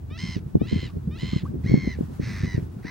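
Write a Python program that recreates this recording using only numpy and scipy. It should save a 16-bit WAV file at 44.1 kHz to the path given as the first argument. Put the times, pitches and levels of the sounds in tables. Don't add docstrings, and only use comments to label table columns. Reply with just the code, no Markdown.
import sys
import numpy as np
from scipy import signal
from scipy.fft import rfft, irfft
from scipy.io import wavfile
from scipy.ndimage import uniform_filter1d

SR = 44100
rng = np.random.default_rng(int(sys.argv[2]) if len(sys.argv) > 2 else 0)


def gain_from_decibels(decibels):
    exponent = np.asarray(decibels, float) / 20
    return 10 ** exponent


def master(y):
    cut = np.clip(np.atleast_2d(y).T, -1, 1)
    pcm = np.round(cut * 32767)
    wavfile.write(sys.argv[1], SR, pcm.astype(np.int16))


N = 127890
T = np.arange(N) / SR
OPPOSED = np.array([[1], [-1]])


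def level(x, db):
    return x * gain_from_decibels(db) / np.sqrt(np.mean(x ** 2))


def walk(rate):
    hold = int(SR / rate)
    steps = np.repeat(rng.standard_normal(N // hold + 1), hold)
    return 1.472 * uniform_filter1d(uniform_filter1d(steps, hold), hold)[:N]


def colour(x, points, lo_hz=0.77, hi_hz=19200.0):
    log_hz = np.log(np.arange(N // 2 + 1) * SR / N + 1)
    points = np.array(points, float)
    gain = gain_from_decibels(np.interp(log_hz, np.log(points[:, 0]), points[:, 1]))
    above_lo = 1 / (1 + np.exp(8 * (np.log(lo_hz) - log_hz)))
    above_hi = 1 / (1 + np.exp(8 * (np.log(hi_hz) - log_hz)))
    return irfft(rfft(x) * gain * (above_lo - above_hi), N)


def ramp(x):
    return np.sin(np.pi / 2 * np.clip(x, 0, 1)) ** 2


def thump(start, db, hz, cycles, turn):
    c = np.clip((T - start) * hz, -6, 12)
    swell = np.exp(-(c / (cycles * np.where(c < 0, .7, 1.2))) ** 2)
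    return gain_from_decibels(db) * swell * np.cos(2 * np.pi * (c - 0.11 * c ** 2 + turn))


def wind():
    # (time [s], peak level [dB], frequency [Hz], opposed peak level [dB])
    buffets = [(0.366, -15.5, 143, -19), (0.465, -19.5, 117, -35), (0.555, -12, 173, 0),
               (0.569, -18, 150, -12.5), (0.617, -14.5, 280, -6), (0.729, -12.5, 119, -9.5),
               (0.762, -12.5, 183, -18), (1.077, -15, 159, -27.5), (1.234, -15.5, 143, -17.5),
               (1.334, -14.5, 196, -18), (1.364, -12, 134.5, -14.5), (1.436, -17.5, 124, -23.5),
               (1.545, -18, 186, -21), (1.558, -22, 243, -38), (1.646, -17, 127, -26),
               (1.663, -12, 159, -44), (1.697, -10.5, 127, -19.5), (1.718, -8.5, 155, -8.5),
               (1.742, -2, 196, -6.5), (1.777, -29, 146, -12.5), (1.876, -11, 226, -15),
               (2.011, -13.5, 196, -12.5), (2.2, -16.5, 142.6, -16.5), (2.235, -20.5, 101, -52),
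               (2.437, -11.5, 126, -23), (2.449, -15, 161, -29), (2.549, -12, 106.4, -19),
               (2.58, -15, 149, -14.5), (2.629, -21, 106, -26), (2.852, -18, 192, -27)]
    # (time [s], peak level [dB])
    flaps = [(0.123, -25), (0.237, -20), (.294, -21), (0.659, -20.5), (0.831, -23), (0.86, -22),
             (0.938, -25.5), (.97, -21.5), (1.161, -25), (1.287, -29.5), (1.488, -25), (1.513, -29),
             (1.614, -29), (1.835, -21.5), (1.904, -24), (1.989, -24), (2.039, -22), (2.275, -23),
             (2.408, -21), (2.477, -18.5)]
    # (time [s], level [dB])
    gusts = np.array([(0, -39.5), (1.75, -35.5), (2.9, -39.5)])
    # (frequency [Hz], level [dB per Hz])
    mid_shape = [(22, -46), (45, -6.5), (75, 8), (130, 2), (200, -3.5), (330, -12.5), (600, -32),
                 (2500, -94)]
    # (frequency [Hz], level [dB per Hz])
    side_shape = [(30, -47.5), (60, -13), (110, -13), (190, -6), (270, -10), (450, -22), (750, -35.5),
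                  (2500, -93)]
    # (frequency [Hz], level [dB])
    opposed_cut = [(20, -23), (60, -14), (150, 4.5), (800, 1)]
    flap_hz, flap_opposed_db = 113.7, -8
    buffet_cycles, opposed_cycles, opposed_hz = 0.58, 0.4, 238
    churn_s, churn_db = 0.018, 19.5
    wind_db, swell_db, flap_db, own_db = 3.5, 0.8, 2.2, 1.5

    mid, side, churn = 0, 0, 0
    hits = list(buffets) + [(s, db, flap_hz, db + flap_opposed_db) for s, db in flaps]
    for (s, db, hz, opposed_db), (a, b, c) in zip(hits, rng.random((len(hits), 3))):
        mid = mid + thump(s, db, hz, buffet_cycles, a)
        side_hz = .5 * hz + opposed_hz * (0.69 + 0.084 * c)
        side = side + thump(s, opposed_db, side_hz, opposed_cycles, b)
        spread_s = churn_s * np.where(T < s, .35, 1)
        churn = churn + (gain_from_decibels(db) + gain_from_decibels(opposed_db)) * np.exp(-((T - s) / spread_s) ** 2)

    gust = gain_from_decibels(np.interp(T, gusts[:, 0], gusts[:, 1]))
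    shared = swell_db * walk(9.7) + flap_db * walk(44.97)
    edges_hz = (1, 70, 140, 280, 560, 2e4)
    depths = (0.25, 0.2, 1.01, 1.035, 0.92)
    beds = []
    for shape in (mid_shape, side_shape):
        bed = 0
        for lo, hi, depth in zip(edges_hz, edges_hz[1:], depths):
            sway = gain_from_decibels(depth * shared + own_db * walk(21.85))
            stir = 1 + depth * gain_from_decibels(churn_db) * churn
            bed = bed + colour(rng.standard_normal(N) * gust * stir * sway, shape, lo, hi)
        beds.append(bed * gain_from_decibels(wind_db) * 10)
    return mid + beds[0], colour(side, opposed_cut) + beds[1]


def air():
    # (frequency [Hz], level [dB])
    mid_shape = [(600, 1.5), (800, -2), (1600, -8.5), (2200, -14.5), (6000, -20.5), (14500, -24.5),
                 (15300, -28), (16000, -51.5)]
    # (frequency [Hz], level [dB])
    side_shape = [(600, -9), (900, -10.5), (1400, -14.5), (2100, -25), (4200, -28.5), (14500, -30.5),
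                  (15300, -40), (16000, -58)]
    sway = gain_from_decibels(1.0 * walk(5.72) + 1.56 * walk(23.64))
    mid = colour(rng.standard_normal(N), mid_shape, lo_hz=560.0) * sway
    side = colour(rng.standard_normal(N), side_shape, lo_hz=560.0) * sway
    return level(mid, -63.5 + 5), level(side, -59.5)


def camera_whistle():
    whistle_hz, beat_hz = 15734.3, 13.49
    tone = np.sin(2 * np.pi * whistle_hz * T)
    twin = gain_from_decibels(-1) * np.sin(2 * np.pi * (whistle_hz + beat_hz) * T)
    return gain_from_decibels(-73.5) * np.sqrt(2) * (tone + twin)


def whine(start, length, db):
    harmonics_db = (-4.5, 2, -1.5, 4, -2.5, 1, -14, -11, -11, -41)
    from_hz, to_hz, rise_db = 570, 683, 5.5
    u = np.clip((T - start) / length, 0, 1)
    hz = (from_hz + (to_hz - from_hz) * u) * (1 + 0.0084 * walk(300))
    phase = 2 * np.pi * np.cumsum(hz) / SR
    tone = 0
    for k, harmonic_db in enumerate(harmonics_db):
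        tone = tone + gain_from_decibels(harmonic_db - 0.25 * k * (1 - u)) * np.cos((k + 1) * phase + k ** 2)
    return level(tone, db) * gain_from_decibels(rise_db * u) * ramp(u / .15) * ramp((1 - u) / .07)


def snaps():
    # (time [s], peak level [dB], left-right difference [dB])
    edges = [(0.11, -33, 5), (0.367, -33, -2.5), (0.551, -21, -10), (0.613, -17, 3), (0.712, -29, -5),
             (0.72, -32, -9), (0.828, -31.5, -2), (1.074, -39, -7), (1.225, -39, 6), (1.33, -35, -1.0),
             (1.535, -41, 2), (1.553, -32.5, 5), (1.657, -39, -3), (1.68, -47, 7), (1.71, -23, 4),
             (1.737, -20.5, 10), (1.872, -28.5, 0), (1.986, -23, -1), (2.097, -37, 0.0),
             (2.194, -27.5, -13), (2.27, -37.5, 0.5), (2.421, -41, 3), (2.442, -33, -7), (2.537, -38, 2),
             (2.576, -27.5, 3), (2.844, -35, -1)]
    snap_hz, cycles, snap_db, opposed_db, late_s = 425, 0.77, -1.5, 1.5, 0.00296
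    out = 0
    for (s, db, pan_db), (a, b) in zip(edges, rng.random((len(edges), 2))):
        hz = snap_hz * (0.78 + 0.27 * b)
        mid = thump(s + late_s, db + snap_db, hz, cycles, a)
        side = thump(s + late_s, db + snap_db, hz, cycles, a + 1 / 4)
        out = out + (mid + gain_from_decibels(opposed_db) * side * OPPOSED) * gain_from_decibels(pan_db / 2 * OPPOSED)
    return out


def call(start, length, top_hz, open_hz, gap_s, rate0, rate1, attack, bow,
         db, peak, fade_db, end_db, rasp_db, throat):
    step_hz, release_s, end_drop = 1002, 0.059, 0.26
    gap_share, gap_db, gap_drop, drop_share = 0.17, -12.5, 0.12, 0.14
    crack_from_s, crack_until_s, crack_heal_s, crack_left = 2.1, 2.47, .015, .05
    crack_share, crack_low, crack_high, crack_rest = .55, -.28, .42, -.12
    crack_flip_db, crack_rest_db, crack_tire_db = 0.5, -2.5, -13.5
    wobble, crack_wobble = .006, .018

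    span = slice(int(start * SR), min(N, int((start + length) * SR)))
    t = T[span] - start
    u = t / length
    rise = np.clip(t / attack, 0, 1)
    end = 1 - ramp((length - t) / release_s)

    turns = np.cumsum(rate0 + (rate1 - rate0) * u) / SR
    jitter = 0.013 * np.cumsum(walk(60)[span]) * 60 / SR
    throb = (turns - np.interp(gap_s - start, t, turns) + jitter) % 1
    gap = np.exp(-(np.minimum(throb, 1 - throb) / gap_share) ** 2)
    dip = np.exp(-(np.minimum(throb, 2 * (1 - throb)) / drop_share) ** 2)

    heal = ramp((crack_until_s - T[span]) / crack_heal_s)
    crack = (T[span] > crack_from_s) * np.maximum(heal, crack_left)
    flipped = throb < crack_share
    flip = np.where(flipped, crack_low + (crack_high - crack_low) * throb / crack_share, crack_rest)

    climb = open_hz + (top_hz - open_hz) * np.sin(np.pi / 2 * rise)
    bend = 1 - bow * ((u - peak) / np.where(u < peak, peak, 1 - peak)) ** 2 - end_drop * end
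    unsteady = (wobble * (1 + 6 * gap + 10 * end) + crack_wobble * crack) * walk(900)[span]
    hz = climb * bend * (1 - gap_drop * (1 - crack) * dip + crack * flip + unsteady)
    phase = 2 * np.pi * np.cumsum(hz) / SR

    k = np.arange(1, 13)[:, None]
    bright = 0.47 * crack - 2.0 * end - 0.59 * (1 - rise)
    throat_db = [-40, *throat, -45]
    steps = step_hz * np.arange(len(throat_db))
    harmonic_db = np.interp(k * hz, steps, throat_db) + k * bright
    voice = np.sum(gain_from_decibels(harmonic_db) * np.cos(k * phase + k ** 2), axis=0)
    rasp = colour(rng.standard_normal(N), list(zip(steps + 1, throat_db)))[span]

    crack_db = np.where(flipped, crack_flip_db, crack_rest_db + crack_tire_db * u)
    voice = level(voice * gain_from_decibels(gap_db * gap * (1 - .5 * crack) + crack * crack_db), 0)
    rasp = level(rasp * gain_from_decibels(-6 * gap), rasp_db) * gain_from_decibels(5 * crack + 4 * end - 8 * (1 - rise))
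    opening_db = -45 * (1 - open_hz / top_hz) * (1 - rise) ** 1.5
    swell = gain_from_decibels(opening_db + fade_db * u + end_db * end) * ramp(t / .005) * ramp((length - t) / .008)
    out = np.zeros(N)
    out[span] = gain_from_decibels(db) * swell * (voice + rasp)
    return out


def bird():
    # (start [s], length [s], level [dB])
    whines = [
        (.096, .077, -51),
        (.592, .07, -54),
        (1.104, .068, -54),
    ]
    # (start [s], length [s], top pitch [Hz], opening pitch [Hz])
    calls = [
        (.168, .232, 1050, 800),
        (.658, .254, 1045, 800),
        (1.168, .266, 1048, 800),
        (1.632, .352, 1088, 620),
        (2.2, .405, 1003, 700),
        (2.822, .34, 1040, 560),
    ]
    # (time of one gap [s], rate at start [Hz], rate at end [Hz], attack [s], pitch bow [share])
    throbs = [(0.1855, 81.7, 86.8, 0.032, 0.037), (0.6793, 83.4, 83.5, .04, 0.044),
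              (1.1938, 85.5, 85.8, .045, 0.036), (1.6802, 90.66, 82.5, .055, 0.12),
              (2.2605, 102.6, 90.85, .04, 0.041), (2.8642, 79, 78, .055, 0.097)]
    # (level [dB], place of pitch peak [0-1], fade [dB], closing [dB], rasp [dB])
    efforts = [(-38, 0.36, -4.5, -12, -6), (-42, 0.3, -1.5, -15, -3), (-41.5, 0.7, -1.5, -12, -3.5),
               (-38.5, 0.2, -3.2, -16, -9), (-43, 0.4, 1, -12, -7), (-38.5, 0.49, -18, -19, -1)]
    throats = [(-14.5, 0, -5, -4.5, -3, -9, -19, -23.5, -23),
               (-14, 0.0038, -1, -1.5, -8, -17, -15.5, -27, -25),
               (-11.5, 0, 0, 1, -6.5, -16, -12.5, -23, -26),
               (-22.5, 0, -20.5, -10, -19, -16.5, -32, -35, -46),
               (-18, 0, -21.5, -12, -16, -14.5, -31.5, -32, -33),
               (-13, 0, -26, -14, -17, -17.5, -45, -38, -44)]
    # (frequency [Hz], level [dB])
    notch = [(3000, -0.5), (3520, -2.5), (3950, -1.5)]
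    pan_db, lag_s, echo_db, echo_t60_s = -1.5, 1.2e-5, -14.5, 0.13

    voices = sum(call(*c, *h, *e, a) for c, h, e, a in zip(calls, throbs, efforts, throats))
    dry_bird = colour(voices, notch) + sum(whine(*w) for w in whines)
    t = T[:SR // 4]
    tails = rng.standard_normal((2, len(t))) * gain_from_decibels(-60 * t / echo_t60_s) * ramp(t / 0.00092)
    tails = level(tails, echo_db) / np.sqrt(len(t))
    echo = signal.fftconvolve(dry_bird[None], tails, axes=1)[:, :N]
    hz = np.arange(N // 2 + 1) * SR / N
    late = irfft(rfft(dry_bird) * np.exp(-2j * np.pi * hz * lag_s), N)
    return np.array([dry_bird * gain_from_decibels(pan_db / 2), late * gain_from_decibels(-pan_db / 2)]) + echo


def plips():
    # (time [s], peak level [dB], pitch [Hz], length [s], upward glide [share])
    bubbles = [
        (.896, -50, 1120, .015, .1),
        (1.334, -48, 1180, .015, .08),
        (1.453, -38, 1000, .02, .35),
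        (1.472, -54, 1480, .018, .12),
        (2.788, -54, 1350, .01, .05),
    ]
    out = 0
    for s, db, hz, length, glide in bubbles:
        u = (T - s) / length
        phase = 2 * np.pi * np.cumsum(hz * (1 + glide * np.clip(u, 0, 1))) / SR
        out = out + gain_from_decibels(db) * ramp(u / 0.061) * ramp((1 - u) / .5) * np.sin(phase)
    return out


def scene():
    wind_mid, wind_side = wind()
    air_mid, air_side = air()
    whistle = camera_whistle()
    mid = wind_mid + air_mid + whistle + plips()
    side = wind_side + air_side + .1 * whistle
    return mid + side * OPPOSED + snaps() + bird()


def band_limit(x):
    return signal.sosfilt(signal.butter(12, 15930, fs=SR, output="sos"), x)


def record(dry):
    mix = np.tanh(dry / 1.562) * 1.384
    return band_limit(mix)


dry = scene()
out = record(dry)
master(out)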